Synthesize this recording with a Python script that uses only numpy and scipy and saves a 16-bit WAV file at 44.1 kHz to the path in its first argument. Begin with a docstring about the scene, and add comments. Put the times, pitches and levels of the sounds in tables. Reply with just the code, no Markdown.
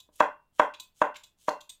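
"""Cleaver on a chopping block

A steel cleaver slices cloves on a thick wooden block in a small kitchen, four strokes. The blade
hisses into the clove, crunches through and knocks on the wood. Between strokes it unsticks with
a wet tick and tinks faintly as it is set up again. Near walls and the room answer."""
import sys
import numpy as np
from scipy import signal
from scipy.fft import rfft, irfft, next_fast_len
from scipy.io import wavfile
from scipy.ndimage import map_coordinates

SR = 44100
rng = np.random.default_rng(int(sys.argv[2]) if len(sys.argv) > 2 else 0)


def wrap_up_sound(samples):
    """Save the sound to the file named by the first command line argument, as 16-bit audio."""
    columns = np.atleast_2d(samples).T
    # keep every value between -1 and 1, then stretch to whole-number steps
    tamed = np.clip(columns, -1, 1)
    steps = np.round(tamed * 32767).astype(np.int16)
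    wavfile.write(sys.argv[1], SR, steps)


N = 79380

# room tone spectrum: (frequency [Hz], level [dB])
ROOM_TONE = [(25, -1), (60, -4), (150, -10.5), (400, -18), (1000, -22), (3500, -32.5), (8000, -37.5),
             (15500, -34)]
# early reflections off the near walls: (delay [s], level [dB])
WALL_ECHOES = [(.0061, -6.5), (0.0165, -17.5)]
# EQ on those reflections: (frequency [Hz], gain [dB])
WALL_EQ = [(200, -4.5), (900, -0.5), (1600, 5.5), (3000, -4.5), (10000, -2.5)]
# reverb decay: (frequency [Hz], T60 [s])
REVERB_DECAY = [(150, 0.25), (400, 0.2), (750, 0.2), (1050, 0.28), (1700, .24), (3500, 0.21), (7000, 0.18),
                (14000, .21)]
# EQ on the reverb send: (frequency [Hz], gain [dB])
REVERB_EQ = [(150, -15), (450, -7.5), (750, -11.5), (1000, -11), (1600, -6.5), (3000, -9), (7000, -7.5),
             (14000, -5.5)]
# the thud that block and table radiate sideways: (frequency [Hz], level [dB])
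THUD_SPECTRUM = [(40, -27), (130, -26), (280, -11.5), (390, -20), (500, -4), (880, 0.5), (1150, -11.5),
                 (1270, -2.5), (1450, -4), (1750, -1), (2200, -10), (3300, -20.5), (5000, -32),
                 (16000, -48.5)]
# the blade is touched, lifted and set up again:
# (time [s], level [dB], scrape length [s], ring level [dB], high note level [dB], low-pass [Hz])
BLADE_TOUCHES = [(0.0, -50, 0.0044, -2.5, -27, 12000), (0.743, -47.5, 0.0063, 2, -21, 3960),
                 (0.7976, -39, 0.0047, -0.5, -3, 14130), (1.163, -47, 0.0059, -6, -11.5, 9300),
                 (1.2337, -47.5, 0.0079, -1.5, -3, 10000), (1.605, -51.5, 0.0091, 0.5, -17.5, 14300),
                 (1.6922, -44.5, 0.011, -3.5, 14, 15400)]
# modes of the steel blade: (frequency [Hz], level [dB])
STEEL_MODES = [(1020, -9.5), (2540, -5.5), (3400, -1.5), (3520, 3), (3930, -2), (4510, -6), (6050, -8),
               (6850, -10.5), (7350, -8.5), (11020, -51), (12400, -29), (12950, -25), (14700, -5)]
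# the blade's scrape: (frequency [Hz], level [dB])
SCRAPE_SPECTRUM = [(300, -16.5), (1900, -24), (3500, 5.5), (5200, -9), (7300, 0.5), (9000, -15),
                   (12500, -9), (16000, -23)]
# skin splits or the blade unsticks: (time [s], level [dB], length [s], centre [Hz])
WET_TICKS = [(0.157, -56.5, 0.0027, 10000), (0.737, -48, 0.0066, 2620), (1.143, -54, 0.0091, 2690),
             (1.155, -44.5, 0.0064, 2310), (1.489, -38.5, 0.003, 4190)]
# the edge sliding into the flesh: (frequency [Hz], level [dB])
HISS_SPECTRUM = [(300, -12.5), (1800, -21), (3200, 1), (4800, -6.5), (6700, 0), (9000, -3), (14000, -11),
                 (16000, -14)]
# the clove giving way: (frequency [Hz], level [dB])
CRUNCH_SPECTRUM = [(300, -6.5), (1500, 8.5), (3300, 4.5), (4800, -10), (6700, 0), (8500, -13),
                   (12000, -16.5), (16000, -25)]
# modes of the wooden block: (frequency [Hz], level [dB], T60 [s])
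BLOCK_MODES = [(183, -42.5, 0.3), (318.6, -13.5, 0.035), (295, -48.5, 0.27), (455.2, -21, 0.056),
               (625.3, -4, 0.034), (599.2, -25.5, .23), (773, -12, 0.062), (956, 3, .021),
               (1050.5, -3.5, .027), (1547, -3, .02), (2116, -17, 0.02), (2662, -14, 0.023),
               (3340, -10.5, 0.021)]
# the cleaver strokes: (time [s], knock level [dB], low-pass [Hz], crunch level [dB],
# crunch length [s], hiss lead [s], hiss level [dB])
STROKES = [(0.2055, -5, 2300, -29, 0.0022, 0.095, -62.5), (0.597, -5, 2100, -32, 0.0061, 0.078, -68.5),
           (1.0171, -7, 1700, -40.5, 0.0098, 0.08, -62), (1.4836, -12, 1150, -39, 0.01, .115, -62)]

FIRST_TOUCH_S, FIRST_TOUCH_DB = 0.0015, -15  # the edge breaks through the clove just before the wood
PRESS_S, PRESS_DB = 0.0019, -34  # the push through the clove reaches the block earlier still
KNOCK_ATTACK_S = 0.00043


def amp(db):
    """Decibels to gain."""
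    return 10 ** (np.asarray(db) / 20)


def along(points, hz):
    """Read a curve of (frequency, value) points on a log frequency axis."""
    freqs, values = np.transpose(points)
    return np.interp(np.log(hz + 1), np.log(freqs + 1), values)


def since(s):
    """Seconds since time s, for every sample."""
    return np.arange(N) / SR - s


def filtered(x, response):
    """Filter x with a complex frequency response."""
    size = next_fast_len(N + SR // 2)
    return irfft(rfft(x, size) * response(np.fft.rfftfreq(size, 1 / SR)), size)[:N]


def delay(hz, s):
    """The response of a delay of s seconds."""
    return np.exp(-2j * np.pi * hz * s)


def low_pass(hz, corner):
    """The response of a two-pole low-pass."""
    return 1 / (1 + 1j * np.sqrt(2) * hz / corner - (hz / corner) ** 2)


def radiation(hz, corner_hz=248):
    """A two-pole high-pass: the block sends out little deep bass."""
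    return -(hz / corner_hz) ** 2 * low_pass(hz, corner_hz)


def noise(spectrum, grain_db=0, clump_db=2.0):
    """Coloured noise of rms 1; grain_db breaks it into tiny uneven grains that come in clumps."""
    grain, clump = 16, 130  # samples
    grains = np.repeat(rng.standard_normal(N // grain + 1), grain)[:N]
    clumps = map_coordinates(rng.standard_normal(N // clump + 4), [np.arange(N) / clump])
    texture = amp(grain_db * grains + clump_db * clumps * (grain_db > 0))
    coloured = filtered(rng.standard_normal(N) * texture, lambda hz: amp(along(spectrum, hz)))
    return coloured / np.sqrt(np.mean(coloured ** 2) + 1e-20)


def burst(s, rise, hold, t60):
    """Envelope: a linear rise from time s, and an exponential release from s + hold."""
    t = since(s)
    return np.clip(t / rise, 0, 1) * amp(-60 * np.maximum(t - hold, 0) / t60)


def ring(s, modes, attack, scatter_db=0.8):
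    """Damped modes struck at time s, their balance a little different on every hit."""
    t = since(s)
    ringing = (t > 0) & (t < 0.5)
    out, t = np.zeros(N), t[ringing]
    onset = 1 - np.exp(-t / attack)
    for hz, db, t60 in modes:
        decay = amp(db + scatter_db * rng.standard_normal() - 60 * t / t60)
        out[ringing] += onset * decay * np.sin(2 * np.pi * hz * t)
    return out


def room_tone():
    """A very quiet, bass-heavy bed of steady noise."""
    return amp(-75) * noise(ROOM_TONE)


def kitchen(direct, indirect):
    """Direct sound, slaps off the near walls and a short diffuse tail; indirect feeds only the tail."""
    predelay_s, build_s = 0.011, 0.01
    freqs, t, bands = signal.stft(rng.standard_normal(SR // 2), SR, nperseg=256)
    decay = amp(-60 * t / along(REVERB_DECAY, freqs)[:, None])
    tail = signal.istft(bands * decay, SR, nperseg=256)[1]
    tail *= np.clip((np.arange(len(tail)) / SR - predelay_s) / build_s, 0, 1)
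    send = indirect + filtered(direct, lambda hz: amp(along(REVERB_EQ, hz)))
    slaps = lambda hz: sum(amp(db) * delay(hz, s) for s, db in WALL_ECHOES)
    early = filtered(direct, lambda hz: amp(along(WALL_EQ, hz)) * slaps(hz))
    return direct + early + signal.fftconvolve(send, tail / np.linalg.norm(tail))[:N]


def sideways_thuds(boost_db=20):
    """Each blow sends a broad thud sideways from block and table, heard only through the room."""
    out = np.zeros(N)
    for s, db, dull_hz, *_ in STROKES:
        blow = signal.unit_impulse(N, round(s * SR))
        thud = filtered(blow, lambda hz: amp(along(THUD_SPECTRUM, hz)) * low_pass(hz, dull_hz))
        out += amp(db + boost_db) * thud
    return out


def hand_bump(dull_hz=322.7):
    """A soft bump of the hand rings the low notes of the block before the first stroke."""
    wood = ring(0.0895, BLOCK_MODES, KNOCK_ATTACK_S)
    return amp(-40.5) * filtered(wood, lambda hz: low_pass(hz, dull_hz) * radiation(hz))


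def blade_tinks():
    """A brief scrape sets the steel ringing; the hand damps it quickly."""
    steel_t60, high_hz, high_t60 = 0.06, 8262, 0.055
    out = np.zeros(N)
    for s, db, length, ring_db, high_db, dull_hz in BLADE_TOUCHES:
        modes = [(hz, level, steel_t60) for hz, level in STEEL_MODES] + [(high_hz, high_db, high_t60)]
        scrape = burst(s, rise=0.0033, hold=length, t60=0.036) * noise(SCRAPE_SPECTRUM, grain_db=1.5)
        steel = amp(ring_db) * ring(s, modes, attack=length / 2)
        out += amp(db) * filtered(steel + scrape, lambda hz: low_pass(hz, dull_hz))
    return out


def wet_ticks():
    """Short wet crackles of splitting skin and of the blade lifting out of the cut."""
    out = np.zeros(N)
    for s, db, length, hz in WET_TICKS:
        band = [(hz / 4, -32), (hz / 1.5, -14), (hz, 0), (hz * 1.5, -11), (hz * 5, -35)]
        envelope = burst(s, rise=0.002, hold=length, t60=0.025)
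        out += amp(db) * envelope * noise(band, grain_db=4)
    return out


def clove_cuts():
    """The edge hisses ever louder as it sinks into the flesh, then crunches through."""
    hiss_swell_db, crunch_rise_db_per_s, crunch_t60 = 6.5, 3000, 0.013
    out = np.zeros(N)
    for s, _, _, crunch_db, length, lead, hiss_db in STROKES:
        swell_db = hiss_swell_db * np.clip(since(s) / lead, -1, 0)
        envelope = burst(s - lead, rise=0.045, hold=lead, t60=0.13)
        out += amp(hiss_db + swell_db) * envelope * noise(HISS_SPECTRUM, grain_db=3)
        t = since(s - FIRST_TOUCH_S)
        attack_db = crunch_rise_db_per_s * np.minimum(t, 0)
        release_db = -60 * np.maximum(t - length, 0) / crunch_t60
        out += amp(crunch_db + attack_db + release_db) * noise(CRUNCH_SPECTRUM, grain_db=2.5)
    return out


def contact(hz):
    """The response of three quick pushes: press, first touch, then the full blow."""
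    press = amp(PRESS_DB) * delay(hz, -PRESS_S)
    touch = amp(FIRST_TOUCH_DB) * delay(hz, -FIRST_TOUCH_S)
    return press + touch + 1


def block_knocks():
    """The cleaver lands and rings the block; a cushioned blow is duller. The blade sings on faintly."""
    blade_hz, blade_db, blade_t60 = 2743, -53.5, 0.47
    out = np.zeros(N)
    for s, db, dull_hz, *_ in STROKES:
        wood = ring(s, BLOCK_MODES, KNOCK_ATTACK_S)
        out += amp(db) * filtered(wood, lambda hz: contact(hz) * low_pass(hz, dull_hz) * radiation(hz))
        out += ring(s, [(blade_hz, blade_db, blade_t60)], KNOCK_ATTACK_S)
    return out


def scene():
    """The mono mix: all the knife work in the kitchen, over room tone."""
    knife_work = block_knocks() + clove_cuts() + wet_ticks() + blade_tinks() + hand_bump()
    return (kitchen(knife_work, sideways_thuds()) + room_tone())[None]


def record(dry):
    """A soft clip rounds the highest peaks, then a brick-wall low-pass trims the very top."""
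    ceiling, top_hz = 0.68, 15850
    rounded = dry[0] / (1 + (dry[0] / ceiling) ** 4) ** (1 / 4)
    return filtered(rounded, lambda hz: hz < top_hz)[None]


dry = scene()
out = record(dry)
wrap_up_sound(out)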